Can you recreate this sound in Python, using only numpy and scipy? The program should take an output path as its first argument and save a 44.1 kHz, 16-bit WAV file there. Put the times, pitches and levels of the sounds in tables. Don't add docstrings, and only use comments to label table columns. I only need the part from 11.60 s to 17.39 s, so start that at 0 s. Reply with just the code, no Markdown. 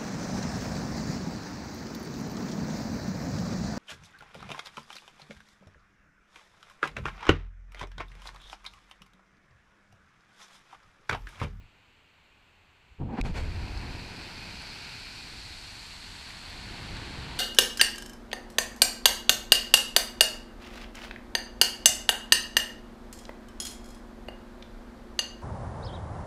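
import sys
import numpy as np
from scipy.fft import rfft, irfft, next_fast_len
from scipy.io import wavfile
from scipy.ndimage import uniform_filter1d, map_coordinates

SR = 44100
rng = np.random.default_rng(int(sys.argv[2]) if len(sys.argv) > 2 else 0)


def bounce(signal):
    frames = np.transpose(np.atleast_2d(signal))
    limited = np.clip(frames, -1, 1)
    pcm = np.round(limited * 32767).astype(np.int16)
    wavfile.write(sys.argv[1], SR, pcm)


N = 255339


def amp(db):
    return 10 ** (np.asarray(db) / 20)


def unit(x):
    return x / np.sqrt(np.mean(x ** 2) + 1e-20)


def clock():
    return np.arange(N) / SR


def fade_in(start_s, rise_s):
    return np.clip((clock() - start_s) / rise_s, 0, 1)


def burst(start_s, level_db, attack_s, hold_s, fall_db_per_s):
    release_s = np.maximum(clock() - start_s - attack_s - hold_s, 0)
    return fade_in(start_s, attack_s) * amp(level_db - fall_db_per_s * release_s)


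def swell(peak_s, level_db, rise_db_per_s, fall_db_per_s):
    t = clock() - peak_s
    return amp(level_db - rise_db_per_s * np.maximum(-t, 0) - fall_db_per_s * np.maximum(t, 0))


def wobble(knots_per_s):
    knots = rng.standard_normal(int(N * knots_per_s / SR) + 4)
    return map_coordinates(knots, [clock() * knots_per_s])


def filtered(x, response):
    size = next_fast_len(N + SR // 2)
    spectrum = rfft(x, size) * response(np.fft.rfftfreq(size, 1 / SR))
    return irfft(spectrum, size)[:N]


def coloured(x, spectrum):
    points_hz, level_db = np.transpose(spectrum)

    def response(hz):
        return amp(np.interp(np.log(hz + 1), np.log(points_hz), level_db, left=-np.inf, right=-np.inf))

    return unit(filtered(x, response))


def noise(spectrum):
    return coloured(rng.standard_normal(N), spectrum)


def impacts(spectrum, per_second, spread_db, wash):
    lands = rng.random(N) < per_second / SR
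    sizes = amp(spread_db * np.clip(rng.standard_normal(N), -2, 2))
    signs = rng.choice([-1, 1], N)
    return coloured(unit(lands * sizes * signs) + wash * rng.standard_normal(N), spectrum)


# hz, relative level_db
AMBIENT_SPECTRUM = [(15, 9.5), (85, 8.5), (130, 3.5), (300, -0.5), (580, -4), (750, -3.5), (2000, -2),
                    (2800, 0), (4200, -12), (5500, -20.5), (7000, -18.5), (8200, -22), (9500, -29),
                    (15500, -27.5)]
# pitch_hz, rms level_db
RIG_HUM = [(87, -77), (256, -86)]


def quarry():
    hum = np.zeros(N)
    for pitch_hz, level_db in RIG_HUM:
        phase = 2 * np.pi * pitch_hz * clock() + 0.84 * wobble(knots_per_s=9.8)
        hum += amp(level_db) * np.sqrt(2) * np.sin(phase)
    return amp(-63.0) * noise(AMBIENT_SPECTRUM) + hum


# peak_s, level_db
BUMPS = [(.03, -50), (1.3, -56.5)]
# hz, relative level_db
RUMBLE_SPECTRUM = [(12, -12), (22, -3.5), (35, -1), (62, -3.5), (100, -7), (150, -19), (400, -36)]


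def handling(width_s):
    envelope = sum(amp(level_db) * np.exp(-((clock() - s) / width_s) ** 2) for s, level_db in BUMPS)
    return envelope * noise(RUMBLE_SPECTRUM)


# start_s, level_db, pitch_hz
STRIKES = [(2.081, -46, 2500), (2.174, -39.5, 4570), (2.394, -45.5, 4430), (3.02, -49, 9000),
           (3.399, -56, 8900), (4.689, -52, 11300), (4.705, -41.5, 2030), (4.898, -59, 13000),
           (5.216, -56, 10800), (5.368, -39.5, 1770), (5.771, -44.5, 4140)]
# hz, relative level_db
CHIPS_SPECTRUM = [(1000, -1), (4500, 5), (9000, -8), (15500, -28)]


def strikes(t60_s, chip):
    out = np.zeros(N + SR)
    t = np.arange(SR // 20) / SR
    chips = noise(CHIPS_SPECTRUM)
    for start_s, level_db, pitch_hz in STRIKES:
        modes_hz = pitch_hz * np.exp(0.075 * rng.standard_normal((4, 1)))
        phases = 2 * np.pi * rng.random((4, 1))
        ring = np.sin(2 * np.pi * modes_hz * t + phases).sum(axis=0) / 2
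        puff = chips[rng.integers(N - len(t)):][:len(t)]
        decay = amp(level_db - 60 * t / t60_s)
        out[round(start_s * SR):][:len(t)] += decay * (ring + chip * puff)
    return out[:N]


# peak_s, level_db, rise_db_per_s, fall_db_per_s
STONE_FALL = (3.25, -48.4, 2.8, 9.5)
GRAVEL_FALL = (3.2, -50.2, 5.2, 1.6)
SAND_FALL = (4.2, -57.4, 3.2, 2.3)
# hz, relative level_db
STONES_SPECTRUM = [(700, -11), (1150, -9), (1550, 1), (1900, -3), (2500, 4), (3300, -4), (5000, -10),
                   (7000, -23), (12500, -25), (15500, -33)]
GRAVEL_SPECTRUM = [(1800, -8), (3250, -11), (3600, -4), (3950, 0), (4700, 2), (5300, -4.5), (6200, -11),
                   (10000, -45)]
SAND_SPECTRUM = [(3500, -20), (5800, -1), (6800, -1), (8200, -1.5), (9500, -6), (11800, -10), (13000, -17),
                 (15500, -25)]
# time_s, lower_share (power, 0 to 1)
GRAVEL_SINKS = [(3.0, 0), (4.4, 1)]


def shower():
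    spread_db = 4

    def gravel_patter(pitch_ratio):
        spectrum = [(hz * pitch_ratio, level_db) for hz, level_db in GRAVEL_SPECTRUM]
        return impacts(spectrum, per_second=2500, spread_db=spread_db, wash=1.34)

    times_s, shares = np.transpose(GRAVEL_SINKS)
    lower = np.interp(clock(), times_s, shares)
    patter = np.sqrt(1 - lower) * gravel_patter(1) + np.sqrt(lower) * gravel_patter(0.95)
    gravel = swell(*GRAVEL_FALL) * patter
    stones = swell(*STONE_FALL) * impacts(STONES_SPECTRUM, per_second=1000, spread_db=spread_db, wash=1.2)
    sand = swell(*SAND_FALL) * impacts(SAND_SPECTRUM, per_second=4000, spread_db=spread_db, wash=1.35)
    return (stones + gravel + sand) * fade_in(1.5, 0.4)


# start_s, level_db, pitch_hz
BLOCKS = [(1.834, -29, 35), (1.878, -25, 55.5), (1.942, -30, 70), (1.976, -23, 60.6), (2.16, -26.5, 50),
          (2.268, -30, 70.4), (2.302, -33, 55), (2.352, -30, 60), (3.75, -42, 125), (3.9, -39, 55),
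          (5.056, -40, 113), (5.152, -33, 250), (5.228, -35, 124), (5.398, -39, 229), (5.554, -36, 199)]


def blocks(swings):
    out = np.zeros(N)
    for start_s, level_db, pitch_hz in BLOCKS:
        cycles = pitch_hz * np.maximum(clock() - start_s, 0)
        decay = amp(level_db - 60 * cycles / swings)
        out += decay * fade_in(start_s, 0.0056) * np.sin(2 * np.pi * cycles)
    return out


def driven(flow, level_db, growth):
    reference_flow = amp(-46)
    return amp(level_db) * (flow / reference_flow) ** growth


# start_s, level_db, attack_s, hold_s, fall_db_per_s
HEAVE = (1.635, -30, 0.06, 0.17, 31)
COLLAPSE = (1.635, -42.6, 0.16, 0.08, 8.1)
# peak_s, level_db, rise_db_per_s, fall_db_per_s
SLIP = (3.8, -57.5, 20, 15)
SLIDE = (5.3, -46.4, 16.5, 0.1)
# level_db at the reference flow, growth in dB per dB
RUMBLE_LAW = (-44, 0.7)
ROCK_LAW = (-50.7, 0.68)
GRIND_LAW = (-47.9, 0.31)
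# hz, relative level_db
BOULDERS_SPECTRUM = [(60, -1), (120, 2), (200, 0), (280, -3), (400, -7.5), (600, -16), (1200, -53),
                     (3000, -65)]
ROCKS_SPECTRUM = [(200, -27), (500, -8.5), (700, 1), (950, 0), (1150, -5.5), (1900, -2.5), (3200, -13),
                  (8000, -38)]
GRIND_SPECTRUM = [(600, -13), (950, -3), (1150, -2.5), (1500, -0.5), (2000, 1), (2400, -1), (2800, 1.3),
                  (3400, -0.5), (5000, -12), (10000, -40)]


def rockfall():
    start_s = COLLAPSE[0]
    collapse = burst(*COLLAPSE)
    slide = swell(*SLIDE) * fade_in(start_s, 1.5)
    sliding = np.hypot(swell(*SLIP), slide)
    flow = np.hypot(collapse, sliding)
    shaking = driven(np.hypot(amp(-5.5) * collapse, sliding), *RUMBLE_LAW)
    rumble = np.hypot(burst(*HEAVE), shaking) * noise(RUMBLE_SPECTRUM)
    boulders = amp(1.2) * flow * impacts(BOULDERS_SPECTRUM, per_second=220, spread_db=2.5, wash=1.0)
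    clatter = driven(np.hypot(collapse, slide), *ROCK_LAW) * fade_in(start_s, 0.4)
    rocks = clatter * impacts(ROCKS_SPECTRUM, per_second=400, spread_db=4, wash=1.2)
    grinding = driven(slide, *GRIND_LAW) * impacts(GRIND_SPECTRUM, per_second=900, spread_db=4, wash=1.3)
    return rumble + boulders + rocks + grinding


# start_s, level_db, rise_s, decay_s
JETS = [(1.63, -36.5, 0.027, 0.042), (1.735, -35.3, 0.038, 0.055)]
# hz, relative level_db
JET_SPECTRUM = [(100, -2), (400, 8), (900, -2), (2400, -2), (4400, -11.5), (6000, -15.5), (8000, -20),
                (15500, -36)]


def jets():
    strength = np.zeros(N)
    for start_s, level_db, rise_s, decay_s in JETS:
        decay = np.exp(-np.maximum(clock() - start_s - rise_s, 0) / decay_s)
        strength += amp(level_db) * fade_in(start_s, rise_s) * decay
    return strength * noise(JET_SPECTRUM)


# peak_s, level_db
FRACTURES = [(1.418, -37), (1.495, -35.5), (1.537, -35.5), (1.588, -28.3), (1.66, -34.5)]
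# start_s, level_db, attack_s, hold_s, fall_db_per_s
THUMPS = [(1.384, -31, 0.03, 0.035, 140), (1.635, -29, 0.02, 0.04, 220)]
# hz, relative level_db
THUD_SPECTRUM = [(20, 4), (50, 4.5), (110, 6), (170, 4), (260, -10.5), (400, -13), (600, -21),
                 (1500, -57.5)]
FRACTURE_SPECTRUM = [(80, -38), (170, -6.5), (235, 2), (290, -5), (350, -9.5), (600, -21), (850, -17.5),
                     (1200, -29.5), (2500, -49), (8000, -72)]
SPLINTERS_SPECTRUM = [(400, -11), (800, 3.5), (1150, -11), (1600, -9), (2400, -13.5), (3300, -24),
                      (5000, -31), (12000, -56), (15500, -66)]


def ground_shock():
    steps = [swell(s, level_db, rise_db_per_s=420, fall_db_per_s=260) for s, level_db in FRACTURES]
    strain = np.sqrt(sum(step ** 2 for step in steps))
    thud = sum(burst(*thump) for thump in THUMPS) * noise(THUD_SPECTRUM)
    tearing = strain * fade_in(THUMPS[0][0], 0.025)
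    tearing = tearing * impacts(FRACTURE_SPECTRUM, per_second=900, spread_db=4.5, wash=1)
    splinters = amp(-6.5) * strain * fade_in(1.465, 0.14)
    splinters = splinters * impacts(SPLINTERS_SPECTRUM, per_second=1500, spread_db=1, wash=0.38)
    return thud + tearing + splinters


# pitch_hz, level_db
SNAP = [(2400, -22), (3100, -33), (3900, -31), (5450, -33)]


def crack(start_s, life_s):
    t = clock() - start_s
    ring = sum(amp(level_db) * np.sin(2 * np.pi * (hz * t + rng.random())) for hz, level_db in SNAP)
    return (t > 0) * np.exp(-(t / life_s) ** 2) * ring


# start_s, push_db, push_s, suction_db, suction_s
AIR_WAVES = [(1.6035, -21.5, 0.0104, -12, 0.0141), (1.628, -13, .0102, -21, 0.012),
             (1.672, -27, 0.0067, -24, 0.016), (1.721, -18.5, .011, -29, .013)]


def air_waves(softness):
    def lobe(start_s, length_s):
        return np.abs(np.sin(np.pi * fade_in(start_s, length_s))) ** softness

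    pressure = np.zeros(N)
    for start_s, push_db, push_s, suction_db, suction_s in AIR_WAVES:
        pressure += amp(push_db) * lobe(start_s, push_s)
        pressure -= amp(suction_db) * lobe(start_s + push_s, suction_s)
    return pressure


def scene():
    background = quarry() + handling(width_s=0.041)
    fallout = strikes(t60_s=0.029, chip=0.55) + shower() + blocks(swings=7) + rockfall()
    blast = jets() + ground_shock() + crack(start_s=1.613, life_s=0.0025) + air_waves(softness=0.85)
    return (background + fallout + blast)[None]


# pitch_hz, width_hz, lift_db
HOUSING = [(914, 326, 3.5), (1493, 186, 2), (2405, 410, 3.5), (4330, 550, 6), (7550, 630, 3)]


def housing(hz):
    response = 1
    for pitch_hz, width_hz, lift_db in HOUSING:
        damping = 1j * hz * width_hz
        response = response + (amp(lift_db) - 1) * damping / (pitch_hz ** 2 - hz ** 2 + damping)
    return response


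def gain_control(x, limit_db, release_s):
    level = np.sqrt(np.abs(uniform_filter1d(x * x, size=400)) + 1e-12)
    excess_db = np.maximum(20 * np.log10(level) - limit_db, 0)
    recovery = np.exp(-clock() / release_s)
    reduction_db = np.maximum.accumulate(excess_db / recovery) * recovery
    return x * amp(-reduction_db)


def record(dry):
    x = filtered(dry[0], housing)
    limit, hardness = amp(-21.5), 5
    clipped = x / (1 + np.abs(x / limit) ** hardness) ** (1 / hardness)
    levelled = gain_control(clipped, limit_db=-27.0, release_s=0.24)
    corner_hz, top_hz = 14300, 15600

    def treble_limit(hz):
        return (hz < top_hz) / np.sqrt(1 + (hz / corner_hz) ** 10)

    return filtered(levelled, treble_limit)[None]


dry = scene()
out = record(dry)
bounce(out)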